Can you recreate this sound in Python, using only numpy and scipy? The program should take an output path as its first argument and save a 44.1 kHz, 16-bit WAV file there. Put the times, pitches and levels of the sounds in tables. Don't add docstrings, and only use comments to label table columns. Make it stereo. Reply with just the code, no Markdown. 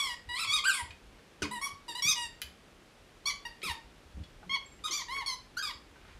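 import sys
import numpy as np
from scipy import signal
from scipy.fft import rfft, irfft, next_fast_len
from scipy.io import wavfile
from scipy.ndimage import uniform_filter1d

SR = 44100
rng = np.random.default_rng(int(sys.argv[2]) if len(sys.argv) > 2 else 0)


def master_out(mix):
    frames = np.transpose(np.atleast_2d(mix))
    ceiling = np.clip(frames, -1, 1)
    pcm = np.round(ceiling * 32767).astype(np.int16)
    wavfile.write(sys.argv[1], SR, pcm)


def rack_gain(trim_db):
    fader = np.asarray(trim_db, float)
    return 10 ** (fader / 20)


N = 272979

# frequency in Hz, density in dB per Hz.
TONE_SPECTRUM = [(15, -33), (25, 5), (82, -6.5), (113, -9), (144, -9), (413, -11.5), (448, -12), (708, -16),
                 (768, -16.5), (878, -17), (2730, -21), (3380, -22.5), (11000, -36.5), (15700, -48)]
# frequency in Hz, side over mid in dB.
TONE_SIDE = [(60, -24), (150, -3.5), (380, 1.5), (950, 0.5), (2380, -2), (5980, -1.5), (15000, -3)]
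# frequency in Hz, side over mid in dB.
ROOM_SIDE = [(100, -30), (400, -30), (1000, -19), (2000, -19.5), (4000, -6), (8000, -1.5), (13000, 4)]
# frequency in Hz, phase lead of left in radians.
PORT_PHASE = [(300, 0), (3000, .05), (6300, .3), (8500, -1.2), (10100, .1), (13400, -2.6), (15400, -1)]
# frequency in Hz, T60 in seconds.
ROOM_T60 = [(100, 0.36), (800, 0.3), (2000, 0.31), (5500, 0.3), (10000, 0.2), (14000, 0.19)]
# delay in seconds, level in dB re tail.
ECHOES = [
    (.0021, -9),
    (.0062, -10),
    (0.0139, -10.5),
    (.021, -18.5),
]
# frequency in Hz, level in dB.
SOFT_WALLS = [(200, 1.5), (1000, 0), (4000, 0), (9000, -3), (12000, -2), (15500, -7.5)]
# start in seconds, peak in dB, pitch in Hz, T60 in seconds.
THUDS = [(0.28, -31.5, 71.7, 0.066), (0.462, -46.5, 104, 0.35), (0.569, -45, 51.1, 0.15),
         (0.823, -31.5, 76.5, 0.13), (0.894, -37.5, 77.5, 0.13), (1.031, -50, 50.6, 0.2),
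         (1.424, -31, 86.6, 0.14), (1.723, -42, 93, 0.12), (2.043, -39.5, 108, 0.15),
         (2.438, -43, 70, 0.28), (2.469, -62, 49, 0.15), (3.696, -29.5, 74, 0.13),
         (3.844, -44.5, 52.4, 0.34), (4.052, -47, 74, 0.27), (4.142, -35, 67.6, 0.28),
         (4.17, -35, 54, 0.23), (4.202, -24, 79.5, 0.08), (5.681, -50, 68.6, 0.18),
         (5.751, -39.5, 62, 0.17), (6.111, -43, 65.3, 0.11), (6.148, -35, 50.3, 0.17)]
# start in seconds, peak in dB, pitch in Hz, T60 in seconds.
KNOCKS = [(1.197, -55, 434, 0.076), (1.422, -32, 199, 0.093), (1.42, -27.5, 402, 0.055),
          (1.436, -35, 284, 0.11), (1.448, -54, 430, 0.086), (1.47, -40, 210, 0.094),
          (1.895, -42, 350, 0.043), (2.049, -40.5, 178, 0.13), (3.633, -39.5, 385, 0.045),
          (3.656, -38.5, 185, 0.1), (4.172, -41, 190, 0.21), (4.431, -51, 170, 0.14),
          (4.459, -47.5, 177, 0.43), (4.899, -43.5, 340, 0.13), (5.161, -48, 431, 0.088)]
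# time in seconds, level in dB.
FUR_SLIDE = [
    (5.85, -85),
    (5.924, -88),
    (5.954, -73),
    (6.114, -62.5),
    (6.18, -72),
    (6.19, -77),
]
# start in seconds, ring peak in dB, ring pitch in Hz, crack above 6 kHz in dB.
CLICKS = [(0.906, -35, 2480, -49), (1.185, -46.5, 1770, -73), (1.4225, -32, 2100, -58),
          (2.417, -24.5, 3034, -18), (2.4287, -45, 2660, -46), (3.617, -36.5, 3120, -63.5),
          (4.2362, -43, 3360, -60), (4.4295, -39, 820, -70), (4.79, -48, 2000, -62),
          (5.1655, -34.5, 2050, -42), (5.9584, -45, 1540, -67), (6.05, -46, 1280, -69),
          (6.1004, -55, 1700, -65)]
# time in seconds, pitch in Hz, level in dB.
INTAKE = [
    (4.65, 7500, -67),
    (4.664, 7520, -39.5),
    (4.704, 7570, -91),
    (4.726, 7400, -43),
    (4.77, 7900, -84),
]

# start, crest and end in seconds, crest and end level in dB.
BITES = [(0, 0.03, .15, -40, -56.5), (0.287, 0.407, .455, -36.5, -40), (0.471, 0.539, .6, -33.5, -39),
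         (0.637, 0.672, .74, -38, -43), (0.731, 0.751, .825, -36.5, -50), (1.419, 1.421, 1.465, -41.5, -57),
         (1.509, 1.528, 1.595, -48, -53.5), (1.612, 1.658, 1.685, -39.5, -54),
         (1.879, 1.892, 1.935, -43.5, -54.5), (1.949, 1.984, 2.005, -46.5, -42.5),
         (2.021, 2.095, 2.14, -29, -40), (2.155, 2.182, 2.27, -43.5, -46.5), (3.255, 3.278, 3.32, -31, -45),
         (3.45, 3.458, 3.49, -48, -64), (3.627, 3.641, 3.725, -44, -45),
         (4.493, 4.547, 4.576, -44.5, -60.5), (4.837, 4.863, 4.895, -42, -53.5),
         (4.907, 4.952, 5.03, -34.5, -50), (5.082, 5.161, 5.237, -47, -57), (5.259, 5.27, 5.35, -35, -43),
         (5.567, 5.594, 5.62, -47.5, -77), (5.623, 5.635, 5.72, -38.5, -49)]
# start, crest and end in Hz, lateness exponents of the swell and of the fall.
PITCH = [(1147, 1110, 945, 1.23, .7), (969, 1345, 1000, 2.7, 1.6), (1118, 1255, 1065, 2.7, 1.2),
         (1143, 1590, 1170, .8, 0.92), (1173, 1100, 936, 1.8, 0.94), (1406, 1500, 1010, 0.95, 0.55),
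         (950, 1000, 930, 0.71, 0.85), (1092, 1130, 990, 0.84, 1.14), (980, 940, 915, 1.1, 1),
         (955, 1015, 957, 1.21, 1), (1120, 1258, 1030, 1.8, 1), (980, 958, 930, 0.81, 1.62),
         (1080, 1147, 1050, 0.9, 1.12), (924, 947, 880, 1.1, 2.1), (1036, 1320, 905, 0.91, .78),
         (1074, 1115, 950, 1.46, 1.06), (1224, 1262, 1030, 1.1, 0.905), (1033, 1182, 960, 0.8, 1.3),
         (928, 1112, 935, .7, 1.6), (1110, 1118, 1012, 0.86, 0.42), (1434, 1635, 1600, 0.9, 2.7),
         (1235, 1265, 1095, 1.1, 0.55)]
# one bite, in dB.
SOFT_START_DB = [-4.5, 7.5, 5.5, 4, 1, 10, -2, 3, 2, -6, 4.5, 5, 6, 2, 4, 9, 4, 1.5, 2, 7, -2, 2]
# lateness exponent of the level fall, shading above 11 kHz in dB.
RELEASE = [(1.398, -2), (0.67, -4.5), (0.77, 1), (1.2, -1.5), (1.12, -8), (1.33, -12), (1.5, -5),
           (1.098, 1), (1.4, -1), (1.1, 5.5), (1.25, 8), (1.6, -0.5), (0.83, 2.5), (0.89, -2), (1, 4),
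           (1.07, 0), (0.78, 7), (0.92, 11), (1.64, 2), (0.61, -1), (0.5, 10), (0.93, 7)]
HOARSE = [(.006, 0, 0, .04), (.005, .03, .04, .035), (.004, .03, 0, .025), (.003, 0, 0, .035),
          (.005, 0, 0, .05), (.013, 0, 0, .11), (.002, 0, .02, .015), (.003, .04, 0, .025),
          (.003, .03, 0, .02), (.002, .03, 0, .015), (.002, 0, .02, .01), (.001, .02, 0, .008),
          (.003, .05, .01, .02), (.002, .04, 0, .02), (.004, 0, 0, .045), (.002, .03, .02, .012),
          (.004, .07, .03, .035), (.006, 0, 0, .05), (.002, .05, .02, .012), (.002, 0, .02, .02),
          (.006, .08, .03, .05), (.004, .17, 0, .035)]
# first, second and third partial in dB over the higher ones.
GRIP = [(-2.5, -1, -0.5), (-1, 4, -3), (-2, -2.5, 0), (9.5, 4, -0.5), (-11.5, -4.5, -5.5), (2.5, -3, -6.5),
        (5, -0.5, -3.5), (1.5, 0, -9), (-4, -10, -5), (-5.5, -10.5, -4), (-15.5, -6.5, -7.5),
        (-3.5, -5, 0.5), (-7.5, -4.5, -7), (-0.5, 7, 4), (-2.5, 3.5, -2.5), (2.5, 8.5, 6), (6.5, -8, 6),
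        (-14.5, -10.5, -9.5), (4.5, 5.5, -2), (-11.5, -6.5, -9.5), (11, 2, 7.5), (-2.5, -9, -3)]
# change of first and second partial by the end of the fall, in dB.
OPENING = [(0, 9), (-0.5, -8), (-4.5, 2.5), (-15, -3), (23.5, 7.5), (4.5, 8), (0.5, 8.5), (-1, -20),
           (-3.5, 17), (-2, 14), (4, -4.5), (-2, 5.5), (4, 6.5), (-2, -6), (6, -3.5), (8.5, -13), (-6, 13),
           (17, 9.5), (6.5, 1), (11.5, -3), (13, 14), (4, 8.5)]
# frequency in Hz, level in dB.
HOLLOW = [(3500, 6), (4600, 2.5), (5800, 2), (6800, -10.5), (8500, -7), (10500, -13), (12700, -19),
          (15500, -32)]
# at 5.3 kHz, at 6.3 kHz and above 8 kHz in dB, direct sound in dB as the head turns.
SHADE = [(4, -9, 5, -1), (-7.5, -26, 5, -4.5), (-8, -6, -5.5, -1), (-23, -32, -6.5, 0),
         (1, -15, 17.5, -4.5), (-2, -3, -2, 3), (-3, -16, 16.5, -2), (3.5, 3, 12, -3), (-8, -18, 0, -2.5),
         (-8, -13, -3, 0), (14, 16.5, 6, 2), (-2, -4, 2.5, 0), (-1.5, 11, 2, 0), (2, -5, 6.5, -1.5),
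         (-5, -6.5, 3, 1), (-6.5, 2.5, -4.5, 4.5), (0, 2, 0.5, -3), (4, 15.5, -3.5, -1), (-7, 0, 2.5, -0.5),
         (-7, -3, -2, 0), (-19, 14, 4, -6), (1, -13, -2, 0)]
# one bite, in dB.
NOTCH_DB = [7.5, 6.5, -3, 0, 10, -3, 15, 2, 7, 4, 8, 10, -1, -13, -1.5, -21, 10, 9, 0, -6.5, 9, 3.5]
# one bite, in dB.
THROAT_DB = [0.3, -0.32, 3, -2, 0.83, 0.84, 0, 1.5, 0, 0.5, 2, 0.5, 5, -0.5, 0, 1.5, -4, 6.5, 1.5, 1.7, 1,
             1]


def rms_one(x):
    return x / np.sqrt(np.mean(x ** 2) + 1e-20)


def at_hz(points, hz):
    table_hz, values = np.array(points)[:, 0], np.array(points)[:, 1]
    return np.interp(np.log(np.maximum(hz, 1)), np.log(table_hz), values)


def bandpass(x, low_hz, high_hz):
    return signal.sosfilt(signal.butter(2, [low_hz, high_hz], "band", fs=SR, output="sos"), x)


def drift(rate_hz):
    pole = np.exp(-2 * np.pi * rate_hz / SR)
    noise = rng.standard_normal(N + SR)
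    return rms_one(signal.lfilter([1], [1, -2 * pole, pole * pole], noise)[SR:])


def stroke(rows, rise_s, fall_s):
    s, *columns = np.transpose(rows)
    at = np.arange(max(round(s[0] * SR), 0), min(round(s[-1] * SR), N))
    rise = (at / SR - s[0] + (s[0] < rise_s)) / rise_s
    fall = (s[-1] - at / SR) / fall_s
    gate = np.sin(np.pi / 2 * np.clip(np.minimum(rise, fall), 0, 1)) ** 2
    return at, [np.interp(at / SR, s, c) for c in columns], gate


def blow(s, db, hz, t60_s, rise_s, rough):
    at = min(round(s * SR), N - 1)
    t = np.arange(min(N - at, SR // 2, round(0.86 * max(t60_s, .01) * SR))) / SR
    noise = bandpass(rng.standard_normal(SR // 2)[:len(t) + SR // 20], hz * .6, hz * 1.5)
    body = (1 - rough) * np.sin(2 * np.pi * hz * t) + rough * rms_one(noise)[:len(t)]
    envelope = rack_gain(db - 60 * t / max(t60_s, .003)) * (1 - np.exp(-t / rise_s))
    out = np.zeros(N)
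    out[at:at + len(t)] = envelope * body
    return out


def still_air(level_db, sway_db):
    hz = np.arange(N // 2 + 1) * SR / N
    rumble_cut = np.sqrt(1 + (34 / (hz + 1)) ** 12)
    mid, side = rfft(rng.standard_normal((2, N))) * rack_gain(at_hz(TONE_SPECTRUM, hz)) / rumble_cut
    side = side * rack_gain(at_hz(TONE_SIDE, hz))
    both = np.array([mid + side, mid - side])
    low = 1 / (1 + (hz / 120) ** 4)
    tone = irfft(both * low, N) * rack_gain(sway_db * drift(2.1)) + irfft(both * (1 - low), N)
    return rack_gain(level_db) * tone / np.sqrt(np.mean(irfft(mid, N) ** 2))


def room(facing, all_round, wet_db, gap_s):
    size = next_fast_len(N + SR)
    hz = np.arange(size // 2 + 1) * SR / size
    t = np.arange(SR // 2) / SR
    tail, white = 0, rng.standard_normal((2, SR // 2))
    build_up = 1 - np.exp(-(t / gap_s) ** 2)
    for low_hz in 44 * 2. ** np.arange(0, 8.5, .5):
        band = bandpass(white, low_hz, low_hz * np.sqrt(2))
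        tail = tail + band * rack_gain(-60 * t / at_hz(ROOM_T60, low_hz * 1.1)) * build_up
    mid, side = rfft(tail / np.sqrt(np.sum(tail[0] ** 2)), size) * rack_gain(at_hz(SOFT_WALLS, hz))
    mid = mid + sum(rack_gain(db) * np.exp(-2j * np.pi * hz * s) for s, db in ECHOES)
    side = side * rack_gain(at_hz(ROOM_SIDE, hz))
    ports = np.exp(.5j * at_hz(PORT_PHASE, hz) * np.array([[1], [-1]]))
    direct = rfft(facing, size) * ports
    reverb = rfft(all_round, size) * rack_gain(wet_db) * np.array([mid + side, mid - side])
    return irfft(direct + reverb, size)[:, :N]


def paw_thuds():
    return sum(blow(s, db, hz, t60_s, rise_s=.008, rough=.2) for s, db, hz, t60_s in THUDS)


def jaw_knocks():
    return sum(blow(s, db + 1.5, hz, t60_s, rise_s=0.00052, rough=0.28) for s, db, hz, t60_s in KNOCKS)


def fur():
    out = np.zeros(N)
    at, (db,), gate = stroke(FUR_SLIDE, rise_s=.02, fall_s=.002)
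    noise = rms_one(bandpass(rng.standard_normal(N), 700, 3000))
    out[at] = gate * rack_gain(db + 2.2 * drift(24)[at]) * noise[at]
    return out


def teeth():
    crack = sum(blow(s, crack_db - 0.5, 11200, 0.0065, 0.00066, rough=0.53) for s, _, _, crack_db in CLICKS)
    ring = sum(blow(s, db - 3.0, hz, 0.044, 0.00059, rough=0.51) for s, db, hz, _ in CLICKS)
    return crack + ring


def intake():
    out = np.zeros(N)
    at, (hz, db), gate = stroke(INTAKE, rise_s=.008, fall_s=.02)
    phase = 2 * np.pi * np.cumsum(hz * (1 + 0.0033 * drift(87)[at])) / SR
    out[at] = gate * rack_gain(db - 10.0 + 2.9 * drift(36)[at]) * np.sin(phase)
    return out


def bite(times, pitch, soft_db, late_drop):
    start_s, crest_s, end_s, crest_db, end_db = times
    start_hz, crest_hz, end_hz, late_swell, late_fall = pitch
    at, (swell, fall), gate = stroke([(start_s, 0, 0), (crest_s, 1, 0), (end_s, 1, 1)], .004, .008)
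    up = np.sin(np.pi / 2 * swell ** late_swell) ** 2
    down = np.sin(np.pi / 2 * fall ** late_fall) ** 2
    rising_hz = start_hz + (crest_hz - start_hz) * up
    hz = rising_hz + (end_hz - crest_hz) * down
    db_per_octave = 9.5
    db = crest_db + db_per_octave * np.log2(rising_hz / crest_hz) - soft_db * (1 - swell)
    return at, gate, fall, hz, db + (end_db - crest_db) * fall ** late_drop


def bend(hz, at, sag, scoop):
    sag_s, scoop_s = .028, .012
    ending = np.clip(1 - (at[-1] - at) / (sag_s * SR), 0, 1)
    onset = np.clip(1 - (at - at[0]) / (scoop_s * SR), 0, 1) ** 2
    return hz * (1 - sag * ending - scoop * onset)


def squeaker(flutter_db, hiss_db):
    out = np.zeros((2, N))
    wander = drift(190) + drift(47.0)
    k = np.arange(1, 17)[:, None]
    upper = k[3:]
    flutter = np.array([drift(69) for _ in range(4)])[k[:, 0] % 4]
    white = rng.standard_normal(N)
    hiss = rms_one(bandpass(white, 1510, 7900))
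    shiver = rms_one(bandpass(white, 50.3, 390))
    lean = rng.standard_normal((len(BITES), 16))
    for i, own in enumerate(lean):
        late_drop, edge_db = RELEASE[i]
        hoarse, sag, scoop, rasp = HOARSE[i]
        mid_db, dip_db, top_db, facing_db = SHADE[i]
        at, gate, fall, hz, db = bite(BITES[i], PITCH[i], SOFT_START_DB[i], late_drop)

        hz = bend(hz, at, sag, scoop)
        slide = uniform_filter1d(np.gradient(np.log(hz)) * SR, size=400)
        waver = hoarse * np.clip(.4 + np.maximum(-slide / 2.5, slide / 6), 0, 2)
        phase = 2 * np.pi * np.cumsum(hz * (1 + waver * wander[at])) / SR
        phase = phase + rasp * (.5 + .7 * waver / hoarse) * shiver[at]

        shade = [(4300, THROAT_DB[i]), (5300, mid_db), (6300, dip_db), (7200, NOTCH_DB[i]),
                 (9200, top_db), (11500, top_db + edge_db)]
        upper_hz = upper * hz
        high = rack_gain(at_hz(HOLLOW, upper_hz) + at_hz(shade, upper_hz) + 2 * own[3:, None]) * (upper_hz < 16500)
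        high = rack_gain(db) * high / np.sqrt(np.sum(high ** 2, axis=0))
        low = rack_gain(db + np.array(GRIP[i])[:, None] + np.append(OPENING[i], 0)[:, None] * fall)
        depth_db = flutter_db * np.minimum(np.sqrt(waver / 0.001), 1.6)
        levels = np.vstack([low, high]) * rack_gain(depth_db * flutter[:, at])

        tone = np.sum(levels * np.cos(k * phase + 0.462 * k ** 2 + own[:, None]), axis=0)
        air = rack_gain(db + hiss_db) * (0.16 + waver / 0.0029) * hiss[at] * (1 + np.cos(phase))
        muffled_db = facing_db - 0.3 * np.clip(-slide, 0, 4)
        out[:, at] += rack_gain([muffled_db, 0 * slide]) * gate * (np.sqrt(2) * tone + air)
    return out


def scene():
    dog = squeaker(flutter_db=2.0, hiss_db=-24.5) + intake() + teeth() + fur() + jaw_knocks()
    balance = rack_gain([[-.2], [.2]])
    in_room = room(*dog, wet_db=-3.0, gap_s=0.0024) * balance
    return in_room + paw_thuds() + still_air(level_db=-57.5, sway_db=3.5)


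def roll_off(x):
    return signal.sosfilt(signal.butter(12, 15790, fs=SR, output="sos"), x)


def record(dry):
    mix = signal.sosfilt(signal.cheby2(12, 60, 16400, fs=SR, output="sos"), dry)
    return roll_off(mix)


dry = scene()
out = record(dry)
master_out(out)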